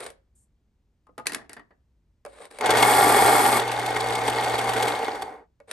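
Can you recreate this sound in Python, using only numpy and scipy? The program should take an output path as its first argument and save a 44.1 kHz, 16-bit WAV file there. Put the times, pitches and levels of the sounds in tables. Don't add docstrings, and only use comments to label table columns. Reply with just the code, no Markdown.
import sys
import numpy as np
from scipy import signal
from scipy.fft import rfft, irfft, next_fast_len
from scipy.io import wavfile
from scipy.ndimage import uniform_filter1d

SR = 44100
rng = np.random.default_rng(int(sys.argv[2]) if len(sys.argv) > 2 else 0)


def store_pcm(level_fs):
    pcm = np.round(np.clip(level_fs, -1, 1) * 32767).astype(np.int16)
    wavfile.write(sys.argv[1], SR, np.atleast_2d(pcm).T)


N = 252252
TIME_S = np.arange(N) / SR
ON_S, OFF_S, FREE_TURNS_PER_S = 2.596, 4.926, 6.87

# frequency in Hz, width in Hz, lift in dB.
CASE_MODES = [(457, 130, 7.5), (766.3, 58, 13.5), (858, 120, 9), (1154, 90, 3.5), (1512, 210, 4.5),
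              (1893, 70, 6.5), (2158, 65, 12), (2415, 46, 5.5), (3504, 270, 5), (3700, 220, 1.5),
              (4510, 170, 11)]
# frequency in Hz, density in dB.
GEAR_SPECTRUM = [(30, -37), (70, -16), (170, -21), (270, -9), (600, -5), (1000, -5), (1350, -10),
                 (2200, -12), (2650, -20.5), (4500, -27), (6500, -28.5), (9000, -45), (13000, -44)]
# frequency in Hz, density in dB.
CHIP_SPECTRUM = [(200, -33.5), (1500, -6.5), (3300, 4.5), (4600, -4.5), (6200, -5.5), (8400, 0.5),
                 (10300, 0.5), (11600, -5), (12900, -18.5), (13500, -22.5), (16000, -37.5)]


def sharpener(sag=.23, wedging=.82, throb_db=1.0):
    push, depth, spin = drive()
    turns_per_s = FREE_TURNS_PER_S * spin * (1 - sag * push ** 2)
    angle = 2 * np.pi * np.cumsum(turns_per_s) / SR
    bite = np.clip(wedging * depth, 0, 1)
    pace = np.clip(spin / .8, 0, 1)
    throb = amp(throb_db * (bite * np.sin(3 * angle) + (.5 - bite) * np.sin(4 * angle)))
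    knocks = tooth_knocks(angle) * throb
    rattle = gears(knocks, bite, pace)
    cutting = cutter(knocks, bite, pace, throb, turns_per_s)
    spin_decades = np.log10(spin + 1e-9)
    rattle_db = -28 + 12 * push + 32.5 * spin_decades
    cutting_db = -45 + 19 * depth + 47 * spin_decades
    return amp(rattle_db) * rattle + amp(cutting_db) * cutting


def drive(seated_s=2.88, seating_s=.26, full_depth_push=.76, spin_up_s=.03, coast_s=.55):
    # time in seconds, push 0-1.
    hand_push = [(2.6, 0.56), (2.83, .86), (3.3, 0.98), (3.5, 0.67), (3.575, 0.7), (3.635, 0.05),
                 (3.9, 0.02), (4.45, .2), (4.62, .14), (4.89, .33), (4.95, 0)]
    push = np.clip(np.interp(TIME_S, *np.transpose(hand_push)), 0, 1)
    seated = np.clip(1 + (TIME_S - seated_s) / seating_s, 0, 1)
    spin_up = 1 - np.exp(-np.maximum(TIME_S - ON_S, 0) / spin_up_s)
    coast = 1 - np.clip((TIME_S - OFF_S) / coast_s, 0, 1) ** 1.25
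    return push, seated * np.minimum(push / full_depth_push, 1), spin_up * coast


def tooth_knocks(angle, teeth=58):
    tooth = np.maximum.accumulate(np.floor(teeth * angle / (2 * np.pi) + .25 * wander(400)))
    return (np.diff(tooth, prepend=tooth[0]) > 0) * strengths(spread_db=5)


def gears(knocks, bite, pace):
    # frequency in Hz, width in Hz, lift in dB.
    wedged_modes = [(266, 180, 3.5), (407.5, 45, 10.5), (744, 50, 8.5), (812, 99, 13.5), (968, 38, 7.5),
                    (1164, 60, 11.5), (1395, 70, 9.5), (1690, 53, 4.5), (1856, 43, 11), (2190, 70, 11.5),
                    (2450, 60, 5.5), (3380, 370, 11.5), (4170, 440, 4.5)]
    mesh = noise() * (pace * bursts(knocks, decay_s=.00098) + 2.3 - pace)
    mesh = pace * mesh + (1 - pace) * 2.4 * lowpass(mesh, 800, order=1)
    loose = unit_running(colour(mesh, GEAR_SPECTRUM, CASE_MODES))
    wedged = unit_running(colour(mesh, GEAR_SPECTRUM, wedged_modes))
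    return amp(1) * (1 - bite) * loose + amp(.5) * bite * wedged


def cutter(knocks, bite, pace, throb, turns_per_s, chips_per_turn=16):
    # frequency in Hz, density in dB.
    rasp_spectrum = [(200, -28.5), (1500, 5), (3000, -15.5), (4500, 2), (6200, -8), (8300, 5), (10300, 6.5),
                     (11600, 1.5), (12900, -1.5), (13500, -8.5), (14500, -13), (16000, -19)]
    rasp = unit_running(colour(noise() * np.sqrt(throb) * amp(2 * wander(130)), rasp_spectrum))
    chips = (rng.random(N) < chips_per_turn * turns_per_s / SR) * strengths(spread_db=6) * throb
    ticking = pace * bursts(chips + .5 * knocks, decay_s=.0018) + 1.4 - pace
    ticks = unit_running(colour(noise() * ticking, CHIP_SPECTRUM, CASE_MODES[-3:]))
    snaps = unit_running(splinters(rate_per_s=60 * turns_per_s * pace * throb))
    return amp(2.5) * bite * rasp + amp(3.5) * (1 - bite) * ticks + (1 - .94 * bite) * snaps


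def splinters(rate_per_s, pitches=24, size=300):
    snaps = (rng.random(N) < rate_per_s / SR) * strengths(spread_db=10)
    pitch_index = rng.integers(0, pitches, N)
    out, t = np.zeros((2, N)), np.arange(size) / SR
    for k, hz in enumerate(np.geomspace(2600, 4700, pitches)):
        cycles = hz * t
        snap = np.sin(2 * np.pi * cycles + rng.normal(0, .97, (2, 1))) * cycles * np.exp(-cycles)
        out += signal.oaconvolve((snaps * (pitch_index == k))[None], snap, axes=1)[:, :N]
    return unit(out)


def snags(jolt_trim_db=-1.5, size=4096):
    # start in seconds, relative jolt in dB, crunch in dB, tearing time in seconds.
    hard_snags = [(2.608, -15, -35.5, 0.0032), (2.657, -11.5, -27, 0.0071), (2.691, -7.5, -36, 0.0053),
                  (2.703, -13, -21.5, 0.0068), (2.768, -12.5, -25, 0.023), (2.823, -4, -17.5, .0055),
                  (3.962, -10, -35, 0.0049), (4.105, -23, -45, .004), (4.278, -12, -28.5, .005),
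                  (4.538, -11, -55, 0.0058), (4.69, -20, -33.5, .004), (4.823, -11.5, -26.5, 0.0054),
                  (5.08, -13.5, -57, .004), (5.219, -19, -36.5, .005)]
    out, t = np.zeros((2, N)), np.arange(size) / SR
    for start_s, jolt_db, crunch_db, tear_s in hard_snags + light_snags():
        tear = (1 - np.exp(-t / .0006)) * np.exp(-(t / (2 * tear_s)) ** 2)
        jolt = colour(noise(size) * tear, GEAR_SPECTRUM, CASE_MODES)
        jolt *= amp(jolt_db + jolt_trim_db) / abs(jolt).max()
        crunch = colour(noise(size) * tear, CHIP_SPECTRUM, CASE_MODES[-3:])
        crunch *= amp(crunch_db) / crunch[:, :size // 10].std()
        add(out, start_s + .001, jolt + crunch)
    return out


def light_snags(first_s=3.714, chance_per_s=11, spread_db=1.0, count=40):
    # relative jolt in dB, crunch in dB, tearing time in seconds.
    turn_catch = (-21, -31.5, 0.0041)
    small_snag = (-30, -38.5, 0.0037)
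    chance_s = first_s + np.cumsum(rng.uniform(.3, 1.7, count)) / chance_per_s
    rows = [(first_s + k / FREE_TURNS_PER_S, *turn_catch) for k in range(count)]
    rows += [(s, *small_snag) for s in chance_s]
    offsets_db = spread_db * rng.standard_normal(len(rows))
    return [(s, jolt_db + db, crunch_db + db, tear_s)
            for (s, jolt_db, crunch_db, tear_s), db in zip(rows, offsets_db) if s < OFF_S]


def pencil_drop():
    # start in seconds, relative body and click levels in dB.
    clacks = [(1.256, -23.5, -39), (1.267, -23, -14.5), (1.294, -24, -35.5), (1.319, -21, -29.5),
              (1.332, -30, -29), (1.345, -29, -19.5), (1.493, -30.5, -39), (1.516, -37, -56),
              (1.53, -36, -34.5), (1.706, -41.5, -77)]
    # frequency in Hz, width in Hz, lift in dB.
    pencil_modes = [(270, 110, 4.5), (420, 100, 4), (710, 83, 3), (1635, 230, 4.5), (1870, 280, 14),
                    (3000, 240, 3), (4575, 300, 12.5)]
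    return blows(clacks + rocking(), pencil_modes, body_gain_db=12.5, click_gain_db=18.5,
                 click_s=.0026, chatter_s=.012, soft_hz=11000, detune=.029)


def rocking(gap_s=.028, loss_db=5):
    # start and end in seconds, first knock's relative body and click levels in dB.
    spells = [(1.356, 1.46, -25, -60.5), (1.565, 1.61, -27, -52)]
    return [(s, body_db - k * loss_db, click_db - k * loss_db)
            for start_s, end_s, body_db, click_db in spells
            for k, s in enumerate(np.arange(start_s, end_s, gap_s))]


def desk_bumps():
    # start in seconds, relative body and click levels in dB.
    bumps = [(1.067, -45, -66), (1.089, -44.5, -83.5), (1.178, -27, -39), (1.186, -28.5, -51),
             (1.196, -31, -52)]
    # frequency in Hz, width in Hz, lift in dB.
    desk_modes = [(270, 80, 5), (500, 58, 9.5), (861, 63, 12), (1040, 90, 9.3), (1230, 50, 18),
                  (1424, 70, 6), (2030, 90, 5)]
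    return blows(bumps, desk_modes, body_gain_db=16.5, click_gain_db=19,
                 click_s=.0022, chatter_s=.0061, soft_hz=7000, detune=.02)


def rim_taps():
    # start in seconds, relative body and click levels in dB.
    taps = [(0.003, -47, -37), (0.04, -54, -41), (0.062, -28.5, -36), (0.101, -37, -43.5),
            (2.249, -26.5, -45), (2.26, -25, -49), (2.402, -30, -56), (2.452, -40.5, -44.5),
            (2.51, -41, -46.5), (2.585, -25, -36), (5.6, -36, -62.5), (5.711, -32, -28)]
    # frequency in Hz, width in Hz, lift in dB.
    rim_modes = [(470, 70, 13), (555, 87, 17.5), (770, 120, 7), (1217, 80, 4), (1900, 120, 4),
                 (2270, 110, 11)]
    return blows(taps, rim_modes, body_gain_db=13.5, click_gain_db=21.5,
                 click_s=.0018, chatter_s=.007, soft_hz=7500, detune=.02)


def blows(rows, modes, body_gain_db, click_gain_db, click_s, chatter_s, soft_hz, detune, size=8192):
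    # frequency in Hz, density in dB.
    wood_spectrum = [(30, -23.5), (100, -10), (250, -2), (500, -1), (1000, 0.5), (2100, -7), (3000, -10.5),
                     (5000, -16), (12000, -38.5)]
    click_spectrum = [(300, -33), (1800, 5), (3000, -5.5), (4500, -1), (6500, -6), (8300, -3), (11000, 4),
                      (12200, -18.5), (13300, -27.5), (16000, -40)]
    out, t = np.zeros((2, N)), np.arange(size) / SR
    click_envelope = (1 - np.exp(-t / .0003)) * (np.exp(-t / click_s) + .07 * np.exp(-t / .017))
    for start_s, body_db, click_db in rows:
        chatter = noise(size) * (1 - np.exp(-t / .00093)) * np.exp(-t / chatter_s)
        contact = .25 * (t == 0) + chatter / np.linalg.norm(chatter[0])
        ratios = 1 + detune * (2 * rng.random(len(modes)) - 1)
        shifted = [(hz * ratio, width_hz, db) for (hz, width_hz, db), ratio in zip(modes, ratios)]
        top_hz = np.clip(soft_hz * amp((click_db - body_db) / 2), 600, 12000)
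        body = lowpass(colour(contact, wood_spectrum, shifted), top_hz, order=2)
        body *= amp(body_db + body_gain_db) / np.linalg.norm(body[0])
        click = colour(noise(size) * click_envelope, click_spectrum)
        click *= amp(click_db + click_gain_db) / np.linalg.norm(click[0])
        add(out, start_s + .0014, body + click)
    return out


def sliding():
    # start and length in seconds, first and last level in dB.
    slides = [(-.01, .09, -41, -42.5), (2.274, .182, -60, -46), (2.502, .1, -50, -46.5),
              (5.673, .05, -57.5, -37)]
    finger_slip = (.35, .09, -64.5, -69)
    # frequency in Hz, density in dB.
    rub_spectrum = [(40, -29.5), (200, -18.5), (380, -3), (560, -5), (800, -4.5), (2200, -11.5),
                    (2900, -17.5), (4000, -16.5), (6500, -29), (8700, -12.5), (11000, -22.5), (12300, -46),
                    (14000, -52.5)]
    skin_spectrum = [(500, -36), (5000, -22), (6500, -8), (7400, 2), (9300, 2), (11500, -7), (13000, -32)]
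    # frequency in Hz, width in Hz, lift in dB.
    hole_modes = [(523, 100, 8.5), (2200, 200, 3.5), (3850, 300, 4.5)]
    scrape = unit(colour(noise() * amp(2.5 * wander(200)), rub_spectrum, hole_modes))
    hiss = unit(colour(noise(), skin_spectrum))
    return sum(stroke(*row) for row in slides) * scrape + stroke(*finger_slip) * hiss


def stroke(start_s, length_s, first_db, last_db, attack_s=.008, release_s=.013):
    t = TIME_S - start_s
    gate = np.clip(t / attack_s, 0, 1) * np.exp(-np.maximum(t - length_s, 0) / release_s)
    return gate * amp(first_db + (last_db - first_db) * np.clip(t / length_s, 0, 1))


def motor_hum(mains_hz=60, rise_s=.08, fade_s=.0426):
    # multiple of the mains, relative level in dB.
    orders = [(1, -15), (2, 0), (4, -16.5)]
    push = drive()[0]
    tone = unit(sum(amp(db) * np.sin(2 * np.pi * (k * mains_hz * TIME_S + rng.random()))
                    for k, db in orders))
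    rise = np.clip((TIME_S - ON_S) / rise_s, 0, 1) ** 2
    fade = np.exp(-np.maximum(TIME_S - OFF_S, 0) / fade_s)
    level_db = -42 + 1.5 * push + 1.5 * (.5 + push) * wander(1500)
    return amp(level_db) * rise * fade * tone


def room_echoes(x, size=20000):
    # frequency in Hz, 60 dB decay time in seconds.
    decay_times = [(150, .34), (660, .26), (1800, .27), (4600, .22), (12000, .15)]
    taps = rng.standard_normal((2, size)) * (rng.random((2, size)) < .1) * (np.arange(size) > .004 * SR)
    hz, t, bands = signal.stft(taps, SR, nperseg=256)
    tilt_db = lookup([(200, 6.0), (2000, -2.0), (7000, -1.5), (10500, -6.5)], hz)[:, None]
    decay_db = 60 * t / lookup(decay_times, hz)[:, None]
    tail = signal.istft(bands * amp(tilt_db - decay_db), SR, nperseg=256)[1]
    return signal.fftconvolve(x, tail / np.linalg.norm(tail[0]), axes=1)[:, :N]


def room_noise(level_db=-66.5):
    # frequency in Hz, density in dB.
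    spectrum = [(12, -35), (20, -16), (32, -14), (54, -2.5), (108, -15.5), (229, -21.5), (367, -28.5),
                (421, -30.5), (540, -34.5), (1140, -40.5), (1240, -42), (6360, -51), (15000, -59)]
    return amp(level_db) * unit(colour(noise(), spectrum))


def noise(size=N):
    # frequency in Hz, coherence 0-1.
    port_coherence = [(100, 1), (500, .94), (850, 0.85), (1250, 0.45), (2000, 0.78), (4000, .7),
                      (7000, 0.71), (8500, .92), (10300, 1), (13000, 0.97)]
    a, b = rfft(rng.standard_normal((2, size)))
    coherence = np.clip(lookup(port_coherence, np.fft.rfftfreq(size, 1 / SR)), 0, 1)
    mid, side = np.sqrt((1 + coherence) / 2) * a, np.sqrt((1 - coherence) / 2) * b
    return irfft(np.array([mid + side, mid - side]), size)


def colour(x, spectrum, modes=(), size=4096):
    hz = np.fft.rfftfreq(size, 1 / SR)
    lift = 1 + sum((amp(db) ** 2 - 1) / (1 + (2 * (hz - mode_hz) / width_hz) ** 2) ** 2
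                   for mode_hz, width_hz, db in modes)
    cepstrum = irfft(np.log(amp(lookup(spectrum, hz)) * np.sqrt(np.abs(lift))))
    cepstrum[1:size // 2] *= 2
    cepstrum[size // 2 + 1:] = 0
    response = irfft(np.exp(rfft(cepstrum)))
    return signal.oaconvolve(x, response[None], axes=1)[:, :x.shape[1]]


def lowpass(x, hz, order):
    return signal.sosfilt(signal.butter(order, hz, fs=SR, output="sos"), x)


def bursts(impacts, decay_s):
    power = signal.lfilter([1], [1, -np.exp(-1 / (decay_s * SR))], impacts ** 2)
    return np.sqrt(power / (np.abs(uniform_filter1d(power, size=5000)) + 1e-9))


def strengths(spread_db):
    return amp(spread_db * np.clip(rng.standard_normal(N), -2, 2))


def wander(samples):
    return unit(uniform_filter1d(uniform_filter1d(rng.standard_normal(N), samples), samples))


def amp(db):
    return 10 ** (np.asarray(db) / 20)


def unit(x):
    return x / np.sqrt(np.mean(x ** 2) + 1e-20)


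def unit_running(x):
    return x / np.sqrt(np.mean(x[:, (TIME_S > ON_S) & (TIME_S < OFF_S)] ** 2) + 1e-20)


def lookup(table, hz):
    table_hz, values = np.transpose(table)
    return np.interp(np.log(hz + 1), np.log(table_hz + 1), values)


def add(mix, start_s, sound):
    part = mix[:, max(round(start_s * SR), 0):][:, :sound.shape[1]]
    part += sound[:, :part.shape[1]]


def scene():
    machine = sharpener() + snags()
    handling = sliding() + pencil_drop() + desk_bumps() + rim_taps()
    echoes = room_echoes(amp(-19.5) * machine + amp(-12) * handling)
    return machine + handling + echoes + motor_hum() + room_noise()


def record(dry, ceiling=.85, edge_hz=15900):
    # frequency in Hz, left lead in radians.
    port_phase = [(100, 0), (2000, 0), (3100, 1.2), (4700, .6), (6300, .3), (7700, 1), (8800, -.1),
                  (9200, -1.4), (10250, -3.14), (11800, -6.2), (12500, -6.4), (13300, -9.3)]
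    # frequency in Hz, left minus right in dB.
    port_balance = [(60, 1.5), (120, -5), (240, -1), (480, 0), (950, 0.5), (1890, 1.5), (3770, 2),
                    (7520, 2), (15000, -2)]
    size = next_fast_len(N + SR)
    hz = np.fft.rfftfreq(size, 1 / SR)
    left = amp(lookup(port_balance, hz) / 2) * np.exp(.5j * lookup(port_phase, hz))
    heard = irfft(rfft(dry, size) * np.array([left, 1 / left]), size)[:, :N]
    clipped = heard / (1 + (heard / ceiling) ** 4) ** .25
    band_limit = signal.firwin(511, edge_hz, window=("kaiser", 9), fs=SR)
    return signal.oaconvolve(clipped, band_limit[None], "same")


dry = scene()
out = record(dry)
store_pcm(out)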